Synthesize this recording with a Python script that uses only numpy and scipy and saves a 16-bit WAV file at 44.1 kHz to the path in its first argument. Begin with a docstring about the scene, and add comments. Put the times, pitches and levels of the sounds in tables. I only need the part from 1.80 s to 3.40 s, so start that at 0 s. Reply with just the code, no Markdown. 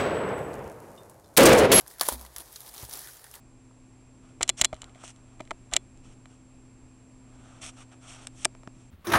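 """At a table in a quiet room, thin shrink film is ripped off a cardboard box: two loud tears with a dense rip between.
Then single snaps stand out over a fine crackle as the film is crumpled and hands slide on the box.
Film sounds are short noise bursts and ringing creases; the box and table are sets of fading sine tones.
A low flutter sags in pitch after the tear, walls answer the snaps and knocks, and soft hiss and rumble lie behind."""
import sys
import numpy as np
from scipy import signal
from scipy.fft import rfft, irfft, next_fast_len
from scipy.io import wavfile
from scipy.ndimage import uniform_filter1d

SR = 44100
rng = np.random.default_rng(int(sys.argv[2]) if len(sys.argv) > 2 else 0)


def ratio_of_db(decibels):
    """Turn decibels (scalar or array-like) into linear amplitude factors; 0 dB maps to 1."""
    return 10 ** (np.asarray(decibels, float) / 20)


def digitize_waveform(pressure):
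    """Quantize a signal to 16-bit integers and store it at the path in sys.argv[1].

    Rows of a 2-D input are taken as channels; values are limited to [-1, 1].
    """
    field = np.atleast_2d(pressure).T
    bounded = np.clip(field, -1, 1)
    quanta = np.round(bounded * 32767).astype(np.int16)
    wavfile.write(sys.argv[1], SR, quanta)


N = 70560  # length in samples: 1.6 s

# single snaps of the film: t/s, relative level/dB, low crease f/Hz, high crease f/Hz,
# low crease over high crease level/dB, fade by 60 dB t/s
SNAPS = [(0.0086, -26.5, 6400, 11400, -16, 0.0072), (0.0625, -35.5, 1800, 9600, 19, 0.015),
         (0.0726, -32, 6370, 9280, 5, 0.0075), (0.0775, -28, 6800, 10600, -16, 0.016),
         (0.111, -31, 2000, 12200, 1, 0.0056), (0.137, -36, 2000, 9700, 0, 0.012),
         (0.183, -32.5, 2000, 10500, -1, 0.0093), (0.1962, -17.5, 4940, 10100, 10, 0.0062),
         (0.21, 0, 4230, 10800, 1.5, 0.0056), (0.2136, -11, 2980, 10700, -4, 0.006),
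         (0.2317, -18, 1810, 10300, -13, 0.017), (0.28, -20, 6750, 10500, -7, 0.015),
         (0.2853, -4, 7460, 10400, -18, 0.008), (0.2877, -8.5, 7500, 9700, 2, 0.008),
         (0.3232, -21, 7260, 9700, -7, 0.015), (0.3424, -42, 5430, 10800, -3, 0.011),
         (0.394, -33.5, 3600, 11800, 9, 0.011), (0.411, -26.5, 6800, 11200, -10, 0.0084),
         (0.449, -32, 6060, 9110, 15, 0.0083), (0.4625, -32.5, 3380, 11000, 5, 0.011),
         (0.562, -18, 6100, 9600, 4.5, 0.0064), (0.562, -29.5, 2060, 3600, 16, 0.01),
         (0.582, -21, 3550, 11100, -30, 0.012), (0.597, -34.5, 3300, 11800, 2, 0.013),
         (0.6033, -25.5, 3160, 9450, 0, 0.0065), (0.6575, -39, 6170, 11500, 8, 0.011),
         (0.7256, -33, 5840, 12300, -15, 0.017), (0.7583, -25, 4400, 6200, 1, 0.02),
         (0.761, -27.5, 3650, 9600, 4, 0.015), (0.804, -27.5, 6620, 11700, -21, 0.014),
         (0.8154, -35, 3470, 9920, -1, 0.017), (0.863, -36, 4070, 10300, 8, 0.013),
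         (0.876, -34, 6970, 10800, -6, 0.011), (0.8886, -33, 4700, 9820, 2, 0.029),
         (0.9389, -28, 2330, 10200, -4, 0.0069), (0.945, -32, 6120, 10000, -2, 0.012),
         (0.9684, -31, 6660, 9800, 7, 0.0098), (0.9782, -27.5, 3830, 5500, 9, 0.02),
         (0.998, -29, 4830, 11000, 0, 0.011), (1.0128, -31, 5770, 10100, 15, 0.012),
         (1.0253, -27, 5920, 10200, 18, 0.0083), (1.049, -28, 6000, 12700, 16, 0.013),
         (1.094, -26.5, 5830, 13500, -9, 0.014), (1.1102, -24, 6000, 9800, 8, 0.0065),
         (1.128, -22.5, 5300, 13700, 2, 0.011), (1.1357, -17.5, 4900, 10200, -3, 0.006),
         (1.1533, -26, 5220, 10000, 7, 0.0095), (1.1714, -26.5, 4900, 13000, -21, 0.022),
         (1.1902, -24, 6440, 10200, -19, 0.013), (1.2062, -31, 6150, 10500, -8, 0.011),
         (1.289, -41, 1730, 12200, 10, 0.019), (1.3684, -33, 6400, 10100, 4, 0.0083),
         (1.4414, -28, 2600, 9000, -3, 0.0056), (1.5123, -31.5, 5800, 9650, -5, 0.011),
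         (1.539, -25.5, 2500, 11400, 4, 0.01), (1.5536, -29, 6170, 7500, -3, 0.01)]
# hands on film and box: t/s, crackle level/dB, low cardboard rub level/dB
HANDLING = [(0, -69, -54.5), (.05, -90, -65), (.1, -52, -58.5), (.17, -61, -66), (.205, -57, -52),
            (0.224, -60, -37.5), (.245, -37.5, -48.5), (.26, -35, -45), (.275, -38, -47.5),
            (0.299, -41, -43), (.315, -39, -46), (0.34, -36, -44), (0.369, -54.5, -57), (.42, -52.5, -55),
            (.47, -56.5, -60), (.485, -70, -63), (.55, -56, -63), (.575, -61, -60), (0.611, -45.5, -49.5),
            (.63, -55, -62), (.7, -56.5, -59.5), (.76, -49.5, -61), (.79, -53.5, -65.5), (.88, -49.5, -56),
            (.92, -53, -63.5), (.96, -47.5, -53.5), (1.04, -44.5, -53), (1.07, -54.5, -62.5),
            (1.14, -43, -50), (1.2, -45, -57), (1.3, -48, -60.5), (1.33, -50.5, -65), (1.43, -58, -71),
            (1.521, -57.5, -70), (1.557, -49, -55), (1.6, -67, -65)]
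# tone of the film: f/Hz, relative level/dB (per Hz)
FILM_TONE = [(700, -25.5), (1200, -2.5), (1800, -8), (2600, -13), (3300, -7), (4200, -6.5), (5200, -6),
             (7000, -6.5), (8500, -6), (10300, -2), (12000, -4), (14500, -6), (16000, -9)]
# tone of the rub on cardboard: f/Hz, relative level/dB (per Hz)
RUB_TONE = [(100, -34.5), (200, -6), (350, -4), (620, -1), (900, 2), (1300, -2.5), (1800, -8.5),
            (2500, -16.5), (4000, -64.5)]
# papery rustle in the low treble: t/s, level/dB
RUSTLE = [(0, -82), (.2, -63), (.23, -46), (.33, -66), (.37, -77), (.6, -65), (.7, -75), (.9, -75),
          (.97, -63.5), (1.07, -72.5), (1.15, -63.5), (1.29, -57.5), (1.33, -70), (1.4, -70), (1.46, -63),
          (1.52, -71.5), (1.56, -57), (1.6, -72)]
# tone of the rustle: f/Hz, relative level/dB (per Hz)
RUSTLE_TONE = [(1000, -25), (1450, -4.5), (1850, -1.5), (2200, -13.5), (3000, -36.5)]
# hollow knocks of the box: t/s, relative level/dB, tilt/dB per octave, pitch ratio from the grip
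KNOCKS = [(0.061, -51.5, 3, 1.07), (0.2107, -22, 2, 1.12), (0.2112, -26, -6, 1.34),
          (0.2856, -17.5, 1.5, .98), (0.315, -42.5, -10, 0.99), (0.32, -29.5, 1, 0.94),
          (0.448, -44.5, 9.5, 1.05), (0.561, -47.5, 7, 1.1), (0.604, -51, 6, 1.15), (1.033, -40, 3.5, 0.96),
          (1.087, -45, 3, 0.88), (1.444, -57, 17, 0.96)]
# ringing modes of the box before the grip shifts them: f/Hz, relative level/dB, fade by 60 dB t/s
BOX_MODES = [(355, -12.5, 0.038), (461, 6.5, 0.017), (584, 14.5, 0.016), (925, 10, 0.022), (995, 10, 0.022),
             (1528, -3.5, 0.024), (1887, -5.5, 0.024)]
# thuds on the table: t/s, then level/dB of each of the four modes, share of the free ring time
THUDS = [(0.3187, -36.5, -62, -45, -40.5, 1.06), (1.0262, -41, -35, -44, -38, 0.32)]
# modes of the table top ringing freely: f/Hz, fade by 60 dB t/s
TABLE_MODES = [(62, 0.59), (114, 0.36), (232, 0.2), (340, 0.1)]
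# echo of the room: f/Hz, fade by 60 dB t/s
WALLS = [(300, 0.52), (3000, 0.19), (12000, 0.27)]
# tone of the room's hiss: f/Hz, relative level/dB (per Hz)
HISS_TONE = [(100, -33.5), (190, -9), (300, -4), (900, -6), (1800, -18.5), (2800, -19), (4400, -14),
             (7000, -16), (10500, -13.5), (14000, -15), (16000, -34)]
# tone of the room's rumble: f/Hz, relative level/dB (per Hz)
RUMBLE_TONE = [(25, -35), (42, -0.5), (60, -3), (85, -15.5), (122, -1.5), (150, -8.5), (200, -35)]

LAG_S = 0.0008  # snaps and knocks start this long after their listed times
RISE_S = 0.0002  # quick rise of the rattle and of the crackle's grains


def unit(x):
    """Scale to an average strength (rms) of 1."""
    return x / np.sqrt(np.mean(x ** 2) + 1e-20)


def along(points, hz):
    """Read a curve of (Hz, value) points on a log frequency axis."""
    f, v = np.transpose(points)
    return np.interp(np.log(hz + 1), np.log(f + 1), v)


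def coloured(x, tone):
    """Filter to the given tone without sounding ahead of the input; mean power gain is 1."""
    m = 2 * next_fast_len(len(x) // 2 + 4096)
    gain_db = np.maximum(along(tone, np.fft.rfftfreq(m, 1 / SR)), -80)
    # Folding the cepstrum puts the whole response after the input (minimum phase).
    cepstrum = irfft(np.log(unit(ratio_of_db(gain_db))), m)
    cepstrum[1:m // 2] *= 2
    cepstrum[m // 2 + 1:] = 0
    response = np.exp(rfft(cepstrum))
    return irfft(rfft(x, m) * response, m)[:len(x)]


def noise_like(tone):
    """Steady noise of the given tone, rms 1."""
    return unit(coloured(rng.standard_normal(N), tone))


def add(track, s, sound):
    """Mix a sound in at time s."""
    i = max(round(s * SR), 0)
    track[i:i + len(sound)] += sound[:len(track) - i]


def fade(t, t60, rise):
    """Quick rise, then an exponential fall by 60 dB in t60 seconds."""
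    return (1 - np.exp(-t / rise)) * ratio_of_db(-60 * t / t60)


def patchy(x, depth_db):
    """Make random patches of time and frequency louder or softer."""
    z = signal.stft(x, nperseg=128)[2]
    field = uniform_filter1d(rng.standard_normal(z.shape), 4, 0)
    field = uniform_filter1d(field, 16, 1)
    return signal.istft(z * ratio_of_db(depth_db * unit(field)), nperseg=128)[1][:N]


def crease(push, hz):
    """A fold of the film rings at its own pitch when pushed."""
    return unit(signal.lfilter(*signal.iirpeak(hz, 5.1, SR), push))


def snaps():
    """Each snap: a sharp pluck rings two creases, with a broad crack and a short rattle after."""
    snap_db, pluck_db, crack_db = -7.5, 13, -4
    rattle_db, rattle_t60 = -14, 0.07
    out, t = np.zeros(N), np.arange(SR // 10) / SR
    for s, db, low_hz, high_hz, low_db, t60 in SNAPS:
        noise = rng.standard_normal((4, len(t)))
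        shape = fade(t, t60, 0.03 * t60)
        pluck = ratio_of_db(pluck_db) * (np.arange(len(t)) == np.argmax(shape))  # one sample at the peak
        low = crease(noise[0] * shape + pluck, low_hz)
        high = crease(noise[1] * shape + pluck, high_hz)
        broad = ratio_of_db(crack_db + max(low_db, 0)) * unit(noise[2] * shape)
        snap = unit(broad + ratio_of_db(low_db) * low + high)
        snap = snap * np.sqrt(np.mean(shape ** 2))  # the strength of the fading shape
        rattle = ratio_of_db(rattle_db) * noise[3] * fade(t, rattle_t60, RISE_S)
        add(out, s + LAG_S, ratio_of_db(db + snap_db) * (snap + rattle))
    return coloured(out, FILM_TONE)


def handling():
    """Countless tiny creases crackle over a smooth slide; cardboard adds a low rub and a papery rustle."""
    grains_per_s, grain_t60, size_spread_db = 1300, 0.0054, 5.5
    smooth_db, patchy_db = 1, 1.5
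    s, crackle_db, rub_db = np.transpose(HANDLING)
    t = np.arange(N) / SR
    sizes = ratio_of_db(size_spread_db * np.clip(rng.standard_normal(N), -2, 2))
    hits = (rng.random(N) < grains_per_s / SR) * sizes
    swell = signal.fftconvolve(hits, fade(t[:SR // 50], grain_t60, RISE_S))[:N]
    grains = unit(swell * rng.standard_normal(N))
    slide = ratio_of_db(smooth_db) * rng.standard_normal(N)
    friction = patchy(grains + slide, patchy_db)
    crackle = unit(coloured(friction, FILM_TONE)) * ratio_of_db(np.interp(t, s, crackle_db))

    # The rub shares the crackle's unevenness; the rustle shares the timing of its grains.
    rub = unit(coloured(rng.standard_normal(N) + 0.81 * friction, RUB_TONE))
    rub = rub * ratio_of_db(np.interp(t, s, rub_db))
    paper = unit(swell * rng.standard_normal(N)) + 0.43 * rng.standard_normal(N)
    rustle = unit(coloured(paper, RUSTLE_TONE)) * ratio_of_db(np.interp(t, *np.transpose(RUSTLE)))
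    return crackle + rub + rustle


def box_knocks():
    """Knocks ring the same cardboard modes; harder contact favours treble, a tighter grip raises pitch."""
    knock_db, tilt_pivot_hz, rise_s = -9.5, 700, 0.0015
    out, t = np.zeros(N), np.arange(SR // 8) / SR
    for s, db, tilt_db, grip in KNOCKS:
        luck_db = rng.normal(0, 1.2, len(BOX_MODES))  # each knock excites the modes a little differently
        knock = np.zeros(len(t))
        for (hz, mode_db, t60), extra_db in zip(BOX_MODES, luck_db):
            level_db = db + knock_db + mode_db + extra_db + tilt_db * np.log2(hz / tilt_pivot_hz)
            knock += ratio_of_db(level_db) * np.sin(2 * np.pi * grip * hz * t) * fade(t, t60, rise_s)
        add(out, s + LAG_S, knock)
    return out


def table_thuds():
    """Low table modes thud softly, neighbours in opposite phase; a resting hand shortens the ring."""
    rise_s = 0.0051
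    out, t = np.zeros(N), np.arange(SR // 2) / SR
    for s, *levels_db, share in THUDS:
        thud = np.zeros(len(t))
        for k, ((hz, t60), db) in enumerate(zip(TABLE_MODES, levels_db)):
            ring = np.sin(2 * np.pi * hz * t) * fade(t, share * t60, rise_s)
            thud += (-1) ** k * ratio_of_db(db) * ring
        add(out, s, thud)
    return out


def flutter():
    """An unsteady low tone that falls in pitch as it dies."""
    start_s, level_db, start_hz, sag_hz_per_s = 0.31, -49, 285.4, 580
    t60, rise_s = 1, 0.043
    out, t = np.zeros(N), np.arange(SR // 4) / SR
    waver = 1 + 0.59 * unit(uniform_filter1d(rng.standard_normal(len(t)), size=600))
    tone = np.sin(2 * np.pi * np.cumsum(start_hz - sag_hz_per_s * t) / SR)
    tone = tone * np.cos(np.pi / 2 * t / t[-1])  # reaches silence at the end
    add(out, start_s, ratio_of_db(level_db) * waver * tone * fade(t, t60, rise_s))
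    return out


def walls(x):
    """The room answers with fading noise; each frequency dies at its own speed."""
    hz, t, z = signal.stft(rng.standard_normal(SR // 2), SR, nperseg=256)
    decay = ratio_of_db(-60 * t / along(WALLS, hz)[:, None])
    tail = signal.istft(z * decay, SR, nperseg=256)[1]
    delayed = np.pad(x, (250, 0))  # in samples
    return signal.fftconvolve(delayed, tail / np.linalg.norm(tail))[:N]


def room_hush():
    """The quiet room is steady noise: a soft hiss and a low rumble."""
    hiss_db, rumble_db = -59.5, -62
    return ratio_of_db(hiss_db) * noise_like(HISS_TONE) + ratio_of_db(rumble_db) * noise_like(RUMBLE_TONE)


def scene():
    """Snaps and knocks with their echo, then handling, thuds, flutter and the quiet room."""
    walls_db = -22
    near = snaps() + box_knocks()
    echo = ratio_of_db(walls_db) * walls(near)
    mix = near + echo + handling() + table_thuds() + flutter() + room_hush()
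    return mix[None]  # one channel


def low_pass(x):
    """Removes everything above the highest recorded frequency."""
    return signal.sosfilt(signal.butter(12, 16970, fs=SR, output="sos"), x)


def record(dry):
    """Cut away everything from 15.8 kHz up and finish the mix."""
    top_hz = 15800
    below_top = np.fft.rfftfreq(N, 1 / SR) < top_hz
    mix = irfft(rfft(dry) * below_top, N)
    return low_pass(mix)


dry = scene()
out = record(dry)
digitize_waveform(out)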